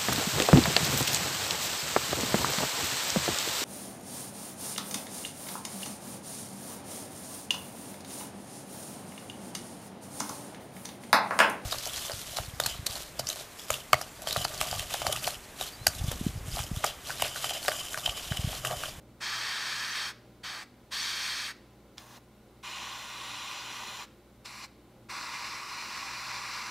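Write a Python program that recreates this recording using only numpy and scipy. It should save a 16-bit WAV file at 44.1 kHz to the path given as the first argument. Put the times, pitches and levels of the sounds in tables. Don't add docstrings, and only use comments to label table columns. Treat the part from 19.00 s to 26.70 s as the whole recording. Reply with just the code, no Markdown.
import sys
import numpy as np
from scipy import signal
from scipy.fft import rfft, irfft, next_fast_len
from scipy.io import wavfile
from scipy.ndimage import uniform_filter1d

SR = 44100
rng = np.random.default_rng(int(sys.argv[2]) if len(sys.argv) > 2 else 0)


def magnitude_from_level(level_db):
    exponent = np.asarray(level_db, float) / 20
    return 10 ** exponent


def store_pcm(level_fs):
    pcm = np.round(np.clip(level_fs, -1, 1) * 32767).astype(np.int16)
    wavfile.write(sys.argv[1], SR, np.atleast_2d(pcm).T)


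N = 339570

# centre_hz, width_hz, gain_db
WALLS = [(780, 130, 3.3), (840, 80, 3.8), (1010, 100, 3.5), (1420, 80, 2.3), (1770, 280, -4.2),
         (2470, 120, -5.2), (2750, 130, -2.8), (3170, 100, -2.1), (3680, 140, 3.5), (4000, 170, 3.9),
         (4420, 170, 2.2), (5020, 210, -1.9)]


def evened(x):
    return x / np.sqrt(np.mean(x ** 2) + 1e-20)


def read(points, hz):
    point_hz, value = np.transpose(points)
    return np.interp(np.log(hz + 1), np.log(point_hz + 1), value)


def bumps_db(table, hz):
    return sum(db * np.exp(-np.log(16) * ((hz - centre_hz) / width_hz) ** 2)
               for centre_hz, width_hz, db in table)


def add(mix, start_s, sound):
    part = mix[round(start_s * SR):][:len(sound)]
    part += sound[:len(part)]


def noise(gain, size):
    n = next_fast_len(size)
    spectrum = rfft(rng.standard_normal(n)) * gain(np.fft.rfftfreq(n, 1 / SR))
    return evened(irfft(spectrum, n)[:size])


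def drift(rate_hz, size):
    return noise(lambda hz: (hz > 0) / (1 + (hz / rate_hz) ** 2), size)


def self_noise(dry):
    # freq_hz, density_db
    self_spectrum = [(30, -7), (300, -10), (1000, -14), (4000, -15), (12000, -16), (15500, -18.5)]
    loud_db = 10 * np.log10(uniform_filter1d(dry[0] ** 2, size=2000) + 1e-12)
    level_db = -74.5 - 0.18 * np.maximum(loud_db + 56.5, 0)
    return magnitude_from_level(level_db) * noise(lambda hz: magnitude_from_level(read(self_spectrum, hz)), N)


def slips():
    # centre_s, low_hz, high_hz, level_db
    slip_rows = [(.753, 7600, 9200, -59), (.917, 4700, 7000, -45), (1.055, 12500, 13800, -64),
                 (2.031, 5700, 7000, -44), (4.239, 7600, 9600, -63), (4.354, 5200, 8300, -55),
                 (4.609, 4200, 5200, -52), (6.14, 8300, 9600, -66), (6.21, 5700, 6900, -56),
                 (6.978, 5200, 6300, -50), (7.395, 5700, 6900, -55), (7.417, 6900, 8300, -56)]
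    out = np.zeros(N)
    size = 2048
    window = np.sin(np.pi * np.arange(size) / size) ** 2
    for centre_s, low_hz, high_hz, db in slip_rows:
        puff = noise(lambda hz: (hz > low_hz) & (hz < high_hz), size) * window
        add(out, centre_s - size / 2 / SR, magnitude_from_level(db) * puff)
    return out


def fan():
    # freq_hz, density_db
    rumble = [(10, -22), (30, -7.5), (80, -3), (115, -0.5), (160, -3.5), (350, -2.5), (750, -11),
              (2500, -45)]
    # centre_hz, width_hz, gain_db over the rumble
    housing = [(175, 5.1, 9.5), (192, 6, 7.5), (223.2, 8.9, 10.5), (242.3, 7, 11), (290.8, 5, 12),
               (317.3, 8.6, 7), (338.2, 7.8, 9.5), (360, 13.6, 7.5), (410.4, 2.8, 12.5), (424, 2.2, 10),
               (465, 7.7, 8), (525, 11.5, 10), (580, 9, 10.5), (616, 13, 9)]
    level_db = -58.5 + 0.72 * drift(5.0, N)
    return magnitude_from_level(level_db) * noise(lambda hz: magnitude_from_level(read(rumble, hz) + bumps_db(housing + WALLS, hz)), N)


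def patchy(x, depth_db):
    hz, _, z = signal.stft(x, SR, nperseg=512)
    chance = uniform_filter1d(rng.standard_normal(z.shape), size=9, axis=0)
    chance = evened(uniform_filter1d(chance, size=5, axis=1))
    treble = np.clip((hz[:, None] - 6500) / 3000, 0, 1)
    holes = np.clip(chance - 1.7, 0, 0.5) * 2 * treble
    return signal.istft(z * magnitude_from_level(-depth_db * holes), SR, nperseg=512)[1][:N]


def distant_hiss():
    # freq_hz, density_db
    hiss_spectrum = [(590, -34), (1000, -4), (1820, -6.5), (2910, -10.5), (6360, -18), (15600, -20.5)]
    level_db = -66.5 + 0.24 * drift(5.8, N)
    hiss = magnitude_from_level(level_db) * noise(lambda hz: magnitude_from_level(read(hiss_spectrum, hz) + bumps_db(WALLS, hz)), N)
    return patchy(hiss, depth_db=14)


def mains_hum():
    # freq_hz, rms_db
    hum_lines = [(60.0, -67.5), (119.9, -64), (203.9, -69)]
    t = np.arange(N) / SR
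    hum = np.zeros(N)
    for hz, db in hum_lines:
        line = np.sin(2 * np.pi * (hz * t + rng.random()))
        hum += np.sqrt(2) * magnitude_from_level(db + 2.1 * drift(3.5, N)) * line
    return hum


def room(x):
    # freq_hz, t60_s
    decay = [(500, 0.22), (2000, .35), (5000, 0.29), (12000, 0.15)]
    late_db, late_stretch = -14.5, 3.1
    taps = np.zeros(SR // 2)
    at = np.arange(130, SR // 2 - 20, 20)
    taps[at + rng.integers(0, 20, len(at))] = rng.choice([-1., 1.], len(at))
    hz, t, z = signal.stft(taps, SR, nperseg=256)
    fall_db = -60 * t / read(decay, hz)[:, None]
    fall = magnitude_from_level(fall_db) + magnitude_from_level(late_db + fall_db / late_stretch)
    tail = signal.istft(z * fall, SR, nperseg=256)[1]
    return signal.fftconvolve(x, tail / np.linalg.norm(tail))[:N]


def tick(peak_s, db):
    # freq_hz, level_db, t60_s
    trigger_modes = [(2340, -6, 0.007), (3450, -2, 0.0086), (5000, -4.5, 0.0096), (5920, -3, .005),
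                     (6800, -0.5, 0.0034), (8500, -8, .003)]
    t = np.arange(600) / SR
    ring = sum(magnitude_from_level(mode_db - 60 * t / t60_s) * np.sin(2 * np.pi * (hz * t + rng.random()))
               for hz, mode_db, t60_s in trigger_modes)
    snap = ring * np.clip(t / 0.00056, 0, 1) ** 2
    return peak_s - 0.0006, magnitude_from_level(db) * 0.14 * evened(snap)


def turbulence(at_s, end_s, jet_db, fizz_db, rush_db, shut_db):
    fizz_steady, rush_steady = 0.63, 0.46
    swing_max_db = 7
    valve_shut_s = 0.06
    hz = np.fft.rfftfreq(512, 1 / SR)
    real, imag, wander = rng.standard_normal((len(at_s), 257, 3)).T
    wander = uniform_filter1d(uniform_filter1d(wander, size=3, axis=0), size=90, axis=1)
    wander = evened(wander)
    swing_db = np.clip(np.median(jet_db) - jet_db, -swing_max_db, swing_max_db)
    shut = np.clip(1 - (end_s - at_s) / valve_shut_s, 0, 1)
    bass = np.clip((3200 - hz) / 1400, 0, 1)[:, None]
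    treble = np.clip((hz - 4600) / 4000, 0, 1)[:, None]
    fizz = treble * (fizz_db + fizz_steady * swing_db)
    rush = bass * (rush_db + rush_steady * swing_db + shut_db * shut)
    gain_db = (0.8 + 0.7 * treble) * wander + fizz + rush
    return signal.istft((real + 1j * imag) * magnitude_from_level(gain_db), nperseg=512, noverlap=384)[1]


def hollows_db(pose, hoot_db, hz):
    # freq_hz, density_db
    jet_facing = [(450.0, -26), (700.0, -16.5), (1000.0, -8), (1800.0, -0.3), (3500.0, -2), (6000.0, -10.5),
                  (9000.0, -17.5), (15600.0, -32.5)]
    jet_tilted = [(450.0, -22.5), (700.0, -8.5), (1000.0, -0.8), (1800.0, -2.1), (3500.0, -7),
                  (6000.0, -12.5), (9000.0, -21.5), (15600.0, -31)]
    jet_flat = [(450.0, -28), (700.0, -13), (1000.0, -1.2), (1800.0, -4.5), (3500.0, -8.5), (6000.0, -11),
                (9000.0, -26), (15600.0, -34.1)]
    jet_edge = [(450, -8), (750, 2), (1100, -4.5), (1800, -3), (4500, -8), (6000, -6.5), (8000, -11.5),
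                (15600, -16.5)]
    # centre_hz, width_hz, gain_db
    facing = [(1420.0, 160.0, -4.3), (2060.0, 280.0, -6.0), (2890.0, 60.0, -4.6), (2960.0, 900.0, -8.0),
              (3180.0, 140.0, 9.4), (3620.0, 120.0, -5.1), (4120.0, 160.0, -7.7), (4510.0, 360.0, 4.9),
              (5370.0, 390.0, 3.0), (6020.0, 90.0, -4.7), (7270.0, 900.0, -4.1), (9150.0, 440.0, -4.5),
              (10240.0, 890.0, -5.0), (15250.0, 260.0, 5.0)]
    tilted = [(700.0, 70.0, -12.0), (860.0, 100.0, -6.3), (1310.0, 130.0, -9.5), (1690.0, 390.0, -10.0),
              (2340.0, 450.0, -7.5), (2460.0, 150.0, 9.3), (4040.0, 100.0, 6.5), (4590.0, 420.0, -5.7),
              (6040.0, 380.0, 5.5), (6290.0, 460.0, -5.1), (7090.0, 270.0, 5.4), (7830.0, 200.0, -6.8),
              (8950.0, 630.0, -4.1), (9500.0, 230.0, -5.8)]
    flat = [(710.0, 60.0, -8.8), (870.0, 80.0, -6.1), (1330.0, 170.0, -4.0), (1560.0, 120.0, -6.9),
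            (1790.0, 170.0, -6.5), (2430.0, 110.0, 3.7), (2580.0, 50.0, -4.7), (3260.0, 570.0, -12.0),
            (3310.0, 80.0, 5.6), (3780.0, 110.0, -5.1), (4050.0, 90.0, 3.5), (6470.0, 790.0, -6.4),
            (7590.0, 270.0, 3.9), (10630.0, 680.0, 3.1)]
    edge_on = [(640, 120, -3.0), (1050, 310, 6.6), (2180, 260, -4.1), (3960, 230, 3.5), (7630, 610, -4.2)]
    # centre_hz, width_hz, gain_db
    bench = [(1236, 29, -3.5), (2194, 53, -1.5), (2900, 37, 4), (3560, 66, 4), (4230, 110, 3.4),
             (5300, 160, -1.2), (5990, 240, 1.4), (6240, 60, -3), (10260, 590, 1.), (11300, 250, 1)]
    poses = [(jet_facing, facing), (jet_tilted, tilted), (jet_flat, flat), (jet_edge, edge_on)]
    broad, hollows = poses[int(pose)]
    colour_db = read(broad, hz) + 0.99 * bumps_db(hollows + bench, hz)
    colour_db = colour_db + bumps_db([(730, 200, hoot_db)], hz)
    ripple = evened(uniform_filter1d(rng.standard_normal(400), size=3))
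    ripple_db = 1.1 * np.interp(hz, np.linspace(4400, SR / 2, 400), ripple, left=0)
    return colour_db + ripple_db


def burst(rows, pose, fizz_db, rush_db, hoot_db, shut_db):
    s, jet_db = np.transpose(rows)
    t = np.arange(s[0], s[-1], 1 / SR)
    at_s = s[0] + np.arange(len(t) // 128 + 5) * 128 / SR
    air = turbulence(at_s, s[-1], np.interp(at_s, s, jet_db), fizz_db, rush_db, shut_db)
    hz = np.fft.rfftfreq(len(air), 1 / SR)
    colour_db = hollows_db(pose, hoot_db, hz)
    blurred_db = uniform_filter1d(colour_db, size=len(hz) // 30)
    jet = irfft(rfft(air) * magnitude_from_level([colour_db, blurred_db]) * (hz > 380), len(air))
    flutter_db = 0.34 * drift(16, len(t)) + 0.5 * drift(500, len(t))
    opening = np.clip((t - s[0] + 0.0051) / 0.017, 0, 1) ** 1.04
    closing = np.clip((s[-1] - t + 0.0062) / 0.0062, 0, 1)
    level = magnitude_from_level(np.interp(t, s, jet_db) + flutter_db) * opening * closing
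    return s[0], level * evened(jet[:, :len(t)])


def scene():
    # time_s, level_db
    bursts = [
        [(0.204, -45), (0.218, -39), (0.256, -34), (0.944, -36), (0.96, -33.5), (1.062, -35.5), (1.11, -44),
         (1.125, -58)],
        [(1.43, -56), (1.438, -39.5), (1.46, -37), (1.63, -45), (1.645, -58)],
        [(1.908, -52), (1.918, -41), (1.932, -33.5), (2.186, -34), (2.262, -34.5), (2.34, -35.5),
         (2.466, -36.5), (2.514, -45), (2.528, -59)],
        [(2.972, -48), (2.982, -45), (2.994, -51), (3.06, -58), (3.172, -50), (3.19, -66)],
        [(3.628, -50), (3.646, -42), (3.822, -39.5), (4.05, -44.5), (4.33, -40.5), (5.02, -42.5), (5.04, -46.5),
         (5.055, -58)],
        [(5.445, -51), (5.457, -42), (5.495, -48), (5.607, -46.5), (5.647, -40.5), (5.668, -62)],
        [(6.087, -50), (6.103, -40), (6.48, -39), (6.676, -44.5), (6.693, -40.5), (7.37, -38.5), (7.41, -41),
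         (7.563, -37.5), (7.7, -40.5)],
    ]
    # pose (0 facing, 1 tilted, 2 flat, 3 edge-on), nozzle fizz_db, low rush_db,
    # air-cap hoot_db, rush left as the valve shuts shut_db
    aims = [
        (0, 0, 2, 0., 1.),
        (0, 1.5, 3.5, 7., 1.),
        (0, 0.5, -1.5, -0.5, 6.5),
        (3, 0., 0., 0., 1.),
        (1, 0.5, 1, 1, 1.),
        (2, 4, -0.5, 6, -1.),
        (2, 0., 0.5, -0.5, 0.),
    ]
    # peak_s, peak_db
    ticks = [
        (2.9815, -28),
        (2.9864, -42),
        (5.459, -32),
    ]
    near, far = np.zeros((2, N))
    for rows, aim in zip(bursts, aims):
        start_s, (direct, spread) = burst(rows, *aim)
        add(near, start_s, direct)
        add(far, start_s, spread)
    for row in ticks:
        start_s, snap = tick(*row)
        add(near, start_s, snap)
        add(far, start_s, snap)
    workshop = fan() + distant_hiss() + mains_hum()
    mid = near + magnitude_from_level(-15.5) * room(far) + workshop
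    return np.array([mid, mid])


def low_pass(x):
    return signal.sosfilt(signal.butter(12, 15740, fs=SR, output="sos"), x)


def record(dry):
    side = self_noise(dry) + slips()
    edge = signal.firwin(401, 15760, window=("kaiser", 9), fs=SR)[None]
    mix = signal.oaconvolve(dry + np.array([side, -side]), edge, "same")
    return low_pass(mix)


dry = scene()
out = record(dry)
store_pcm(out)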